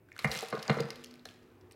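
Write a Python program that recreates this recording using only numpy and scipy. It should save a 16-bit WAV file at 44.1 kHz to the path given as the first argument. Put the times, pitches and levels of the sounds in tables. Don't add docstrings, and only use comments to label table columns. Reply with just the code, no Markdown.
import sys
import numpy as np
from scipy import signal
from scipy.fft import rfft, irfft
from scipy.io import wavfile
from scipy.ndimage import uniform_filter1d

SR = 44100
rng = np.random.default_rng(int(sys.argv[2]) if len(sys.argv) > 2 else 0)


def digitize_waveform(pressure):
    field = np.atleast_2d(pressure).T
    bounded = np.clip(field, -1, 1)
    quanta = np.round(bounded * 32767).astype(np.int16)
    wavfile.write(sys.argv[1], SR, quanta)


def nominal_scale(level):
    x = np.asarray(level, float) / 20
    return 10 ** x


N = 77175
T = np.arange(N) / SR

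# pitch_hz, relative level_db, t60_s
BODY_MODES = [(138.5, -3, 0.1), (160.8, -4, 0.094), (213.2, -2.5, 0.12), (274, -10, 0.041),
              (296, -10.5, 0.061), (342, -6.5, 0.044), (431.2, 1.5, 0.054), (462.8, 3, 0.062),
              (534, -1.5, 0.043), (671, -5, 0.027), (1064, -16.5, 0.084), (1910, -19, 0.036),
              (2285, -12.5, 0.016), (5300, -17, 0.023), (614, -10.5, 0.05), (752.5, -4, 0.037),
              (987, -11, 0.082), (1203, -5, 0.045), (1341, -21, 0.29), (1427, -3, 0.021), (1724, -5, 0.024),
              (1855, -8, 0.046), (2093, -0.5, 0.025), (2414, -8.5, 0.056), (2797, -6, 0.03),
              (4110, -13.5, 0.033)]
STRIKE_HZ = [150, 450, 760, 1250, 2100, 4100]
# start_s, chatter_length_s, then six relative level_db, one for each of STRIKE_HZ
KNOCKS = [(0.2447, 0.0011, -15, -23, -26, -27, -23.5, -64), (.275, 0.012, -36, -59, -39.5, -50, -43, -62),
          (.295, 0.007, -49, -40, -39, -43, -50, -65), (0.3146, 0.0048, -74, -34, -31, -48, -50, -20),
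          (0.355, 0.026, -40, -43, -42, -45, -69, -28), (0.422, 0.0021, -52, -36.5, -48.5, -66, -69, -40),
          (0.427, 0.0066, -59, -38.5, -31, -41, -62, -41),
          (0.526, 0.0055, -30.5, -28, -31, -27.5, -37, -36.5), (.536, .012, -52, -25, -50, -31.5, -48, -50),
          (.572, 0.0055, -38, -47, -37.5, -35.5, -51, -61), (.682, 0.015, -33.5, -37, -34.5, -34, -40, -49),
          (.6962, 0.00091, -17.5, -26.5, -24.5, -24, -26.5, -21),
          (0.714, 0.0013, -66, -30.5, -30.5, -32.5, -39, -36), (0.746, 0.007, -27, -58, -66, -63, -45, -55),
          (0.767, 0.021, -28, -28.5, -36, -37, -60, -73),
          (0.785, 0.013, -27.5, -50, -29.5, -32, -40.5, -38), (0.797, 0.0078, -22, -23, -57, -41, -45, -36),
          (0.838, 0.0022, -34, -48, -73, -57, -53, -78), (0.9034, 0.0015, -44, -67, -53, -40, -40, -56),
          (0.191, 0.0018, -48, -49, -49, -41, -48, -32), (0.957, 0.0071, -64, -51, -66, -74, -75, -44),
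          (1.255, 0.0018, -75, -53, -44, -81, -70, -40)]
# time_s, relative level_db
RATTLE = [(0.0, -78), (0.16, -39.5), (0.218, -37), (0.34, -23), (0.432, -44), (0.73, -27), (0.778, -71),
          (1.048, -43), (1.32, -59), (1.75, -52)]
# centre_s, pitch_hz, level_db, half_length_s
HEAVES = [(0.292, 63.7, -42, 0.017), (0.735, 61, -71, 0.037)]
# pitch_hz, level_db (before the gradual rise), t60_s
SPRING_MODES = [(245, -48, 2.2), (153, -55, 1.2), (345, -54, 1.1), (440, -48, 1.3), (614, -61, 1.5),
                (1525, -62, 1.6)]
# start_s, relative peak_db, centre_hz, decay_s,
# bright_db (peak of the bright crackle against that of the pitched part)
SNAPS = [(0.087, -53, 1560, 0.0024, -8), (.1181, -38.5, 1830, 0.002, -12), (.127, -56, 5650, 0.0012, -7),
         (0.164, -37, 1510, 0.0015, -6), (0.179, -54, 7950, 0.0011, 14), (0.19, -37, 2140, 0.005, 4.5),
         (0.208, -56, 2060, 0.0015, -5), (0.245, -42.5, 9300, 0.0042, 7), (0.253, -52, 4570, 0.0036, 15),
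         (0.274, -40, 4740, 0.0023, -4), (0.307, -55, 8000, 0.0015, 6), (0.3145, -38.5, 5300, 0.0088, 8),
         (0.338, -43, 7000, 0.0017, 5), (0.362, -44, 9100, 0.0026, 8), (0.368, -44, 7000, 0.0015, 7),
         (0.375, -35, 5700, 0.001, 3), (0.389, -30.5, 5060, 0.0016, 2), (0.397, -32, 5240, 0.00047, -11),
         (0.408, -40, 6800, 0.00097, 7), (0.423, -42, 11000, 0.0037, 1), (0.447, -45, 4460, 0.0023, -6),
         (0.484, -55.5, 9200, 0.0038, 17.5), (0.502, -46, 10000, 0.0027, 5), (0.507, -44, 5000, 0.0028, -6),
         (0.5514, -41.5, 4000, 0.0025, 1), (0.591, -39.5, 4070, 0.0066, -10),
         (.627, -37.5, 5300, 0.0034, 5.5), (0.652, -45, 4900, 0.0026, -20),
         (0.6795, -27.5, 4670, 0.0009, -9), (0.701, -26, 3640, 0.0011, -25),
         (0.706, -66, 9000, 0.0018, -12), (0.777, -45, 5400, 0.0027, -9), (0.804, -35.5, 5100, 0.0023, 4),
         (0.834, -41, 4450, 0.002, -11), (0.904, -33.5, 4700, 0.0021, 4), (0.957, -44.5, 3700, 0.002, 4),
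         (1.03, -54, 3440, 0.0022, -21), (1.039, -62, 2920, .002, 22), (1.044, -44.5, 5600, 0.0012, 12),
         (1.06, -44, 5040, 0.00054, -2), (1.1102, -45, 5000, 0.0014, -1), (1.111, -53, 2570, 0.0016, -24),
         (1.1396, -58, 4300, 0.00085, 14), (1.155, -57, 2330, 0.0022, 3), (1.194, -48.5, 3744, 0.0016, -7),
         (1.254, -39, 1660, 0.0021, 5.5), (1.2878, -42.5, 3160, 0.0014, -2),
         (1.291, -52, 4730, 0.0027, -15), (1.6105, -59.5, 4830, 0.003, -3.5),
         (1.711, -54.5, 2080, 0.0034, 7), (1.721, -53, 8820, 0.0022, 2), (1.729, -58, 4400, 0.0068, 0)]
# frequency_hz, gain_db
FILM_COLOUR = [(500, -15), (1200, -21.5), (2500, 6), (5000, 3.5), (8000, -4), (12000, -4), (15500, -17)]
# time_s, relative level_db of the fine crinkle, tilt_db_per_octave
HANDLING = [(0, -93.5, -11), (.17, -68, -3), (.21, -52, -2), (.3, -55.5, 0.5), (.33, -40.5, -1.5),
            (.43, -47, -2), (.5, -56, -5), (.67, -54.5, -8), (.71, -56, -12.5), (.85, -59, -9),
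            (1.06, -64.5, -2.5), (1.22, -75, -6.5), (1.25, -77, -4), (1.27, -60.5, -1.5), (1.4, -72, -4.5),
            (1.75, -86.5, -15.5)]
# frequency_hz, gain_db
WALL_COLOUR = [(150, -16), (500, -2), (2000, 0), (5000, -6), (9000, -20)]
# frequency_hz, gain_db
FURNITURE_COLOUR = [(1500, -15), (5000, -4), (15000, -14)]
# frequency_hz, relative density_db
AIR_SPECTRUM = [(18, -57), (30, 9.5), (189, 7.5), (252, 1), (295, 12), (449, -29), (512, 1.5), (1250, -14),
                (2680, -13.5), (2980, -40), (16000, -21)]
# centre_hz, width_hz, early_db, late_db
HOUSE_TONES = [(96, 15, -69.5, -66), (363.7, 30, -68, -64), (448, 34, -93, -69)]

RATTLE_LOW_DB = -5.5
SPRING_START_S, SPRING_RISE_S, SPRING_WAVER_DB = 0.797, 0.08, 3.5
DENSE_DB, DENSE_Q, DENSE_T60_S = -14, 5.5, 0.051
CRINKLES_PER_S, CRINKLE_SPREAD_DB = 640, 0.5
ROOM_DB, ROOM_T60_S, ROOM_TREBLE_T60_S = -12.5, 0.57, 0.25
AIR_DB, TONES_SWELL_S = -65.5, 1.4


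def column(table, k):
    return np.interp(T, [row[0] for row in table], [row[k] for row in table])


def colour(x, table):
    f = np.arange(len(x) // 2 + 1) * SR / len(x)
    hz, db = np.array(table).T
    return irfft(rfft(x) * nominal_scale(np.interp(np.log(f + 1), np.log(hz), db)), len(x))


def unit(x):
    return x / np.sqrt(np.mean(x ** 2))


def ring(x, hz, t60):
    r = np.exp(-np.log(1000) / (t60 * SR))
    w = 2 * np.pi * hz / SR
    return signal.lfilter([.5, 0, -.5], [1, -2 * r * np.cos(w), r * r], x)


def band(x, hz, q):
    return signal.lfilter(*signal.iirpeak(hz, q, SR), x)


def add(out, s, x):
    i = int(s * SR)
    out[i:i + len(x)] += x[:len(out) - i]


def knock_drive():
    drive, t = np.zeros((6, N)), T[:2048]
    for start, length, *levels_db in KNOCKS:
        chatter = rng.standard_normal(2048) ** 3 * np.exp(-(t / length) ** 2)
        chatter /= np.sqrt(np.sum(chatter ** 2))
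        blow = 0.91 * (t == 0) + 0.59 * chatter
        for k in range(6):
            add(drive[k], start, nominal_scale(levels_db[k]) * blow)
    return np.array([band(row, hz, 1.0) for row, hz in zip(drive, STRIKE_HZ)])


def hinge_rattle():
    unevenness = nominal_scale(3.2 * rng.exponential(size=N).clip(max=2))
    return nominal_scale(column(RATTLE, 1) - 50.5) * rng.standard_normal(N) * unevenness


def body(drive, rattle):
    out = np.zeros(N)
    for k, (hz, db, t60) in enumerate(BODY_MODES):
        share = [np.interp(np.log(hz), np.log(STRIKE_HZ), row) for row in np.eye(6)]
        rattle_db = -1.5 * np.log2(hz / 400) + RATTLE_LOW_DB * (hz < 500)
        force = share @ drive + nominal_scale(rattle_db) * rattle
        out += (-1) ** k * nominal_scale(db) * ring(force, hz, t60)
    return out


def dense_modes(drive, rattle):
    out, t = np.zeros(N), T[:SR // 4]
    for hz, blows in zip(STRIKE_HZ[1:], drive[1:]):
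        noise = rng.standard_normal(len(t))
        crowd = unit(band(band(noise, hz, DENSE_Q), hz, DENSE_Q)) * nominal_scale(-60 * t / DENSE_T60_S)
        force = blows + nominal_scale(-30 + RATTLE_LOW_DB * (hz < 500)) * rattle
        out += nominal_scale(DENSE_DB) * signal.fftconvolve(force, crowd)[:N]
    return out


def table_heaves():
    out = np.zeros(N)
    for s, hz, db, length in HEAVES:
        out += nominal_scale(db) * np.exp(-((T - s) / length) ** 2) * np.sin(2 * np.pi * hz * (T - s))
    return out


def spring():
    out = np.zeros(N)
    rise = 1 - np.exp(-(T - SPRING_START_S).clip(0) / SPRING_RISE_S)
    impulse = 1. * (np.arange(N) == int(SPRING_START_S * SR))
    for hz, db, t60 in SPRING_MODES:
        noise = rng.standard_normal(N)
        waver = unit(uniform_filter1d(uniform_filter1d(noise, size=1500), size=1500))
        out += nominal_scale(db + SPRING_WAVER_DB * waver) * rise * ring(impulse, hz, t60)
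    return out


def sealer():
    drive, rattle = knock_drive(), hinge_rattle()
    return body(drive, rattle) + dense_modes(drive, rattle) + table_heaves() + spring()


def bag_snaps():
    out, t = np.zeros(N), T[:1024]
    for start, db, hz, length, bright_db in SNAPS:
        burst = rng.standard_normal(1024) * np.exp(-t / length) * np.minimum(t / 0.00051, 1)
        tone = band(band(burst, hz, 3.65), hz, 1.0)
        bright = colour(burst, FILM_COLOUR)
        snap = tone / np.abs(tone).max() + nominal_scale(bright_db) * bright / np.abs(bright).max()
        add(out, start, nominal_scale(db - 0.5) * snap)
    return out


def bag_crinkle():
    out = np.zeros(N)
    heights = nominal_scale(CRINKLE_SPREAD_DB * rng.exponential(size=N).clip(max=3))
    folds = (rng.random(N) < CRINKLES_PER_S / SR) * heights
    for octave in np.arange(-2, 2.1, .5):
        ticks = folds * nominal_scale(6.2 * rng.standard_normal(N).clip(max=2))
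        envelope = signal.lfilter([1], [1, -np.exp(-1 / (.0006 * SR))], ticks)
        crackle = unit(envelope * rng.standard_normal(N))
        steady = nominal_scale(-4.5 - 2.6 * octave) * rng.standard_normal(N)
        grain = unit(band(crackle + steady, 3600 * 2 ** octave, 3.96))
        level_db = column(HANDLING, 1) + column(HANDLING, 2) * octave - 2.32 * octave ** 2 - 8.0
        out += nominal_scale(level_db) * grain
    return out


def bag():
    return bag_snaps() + bag_crinkle()


def room(x):
    t = T[:SR // 2]
    long = rng.standard_normal(len(t)) * nominal_scale(-60 * t / ROOM_T60_S)
    short = rng.standard_normal(len(t)) * nominal_scale(-60 * t / ROOM_TREBLE_T60_S)
    tail = colour(long, WALL_COLOUR) + colour(short, FURNITURE_COLOUR)
    tail *= np.minimum(t / .008, 1)
    return nominal_scale(ROOM_DB) * signal.fftconvolve(x, tail / np.sqrt(np.sum(tail ** 2)))[:N]


def air():
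    waver = unit(uniform_filter1d(rng.standard_normal(N), size=4000))
    out = nominal_scale(AIR_DB + 0.23 * waver) * unit(colour(rng.standard_normal(N), AIR_SPECTRUM))
    for hz, width, early, late in HOUSE_TONES:
        db = np.interp(T, [TONES_SWELL_S - .05, TONES_SWELL_S], [early, late])
        out += nominal_scale(db) * unit(band(rng.standard_normal(N), hz, hz / width))
    return out


def scene():
    arm, film = sealer(), bag()
    return (arm + film + room(arm + film) + air())[None]


def roll_off(x):
    return signal.sosfilt(signal.butter(12, 16480, fs=SR, output="sos"), x)


def record(dry):
    bass_cut = signal.butter(3, 60, "high", fs=SR, output="sos")
    top_cut = signal.ellip(8, .3, 60, 15900, fs=SR, output="sos")
    mix = signal.sosfilt(top_cut, signal.sosfilt(bass_cut, dry))
    return roll_off(mix)


dry = scene()
out = record(dry)
digitize_waveform(out)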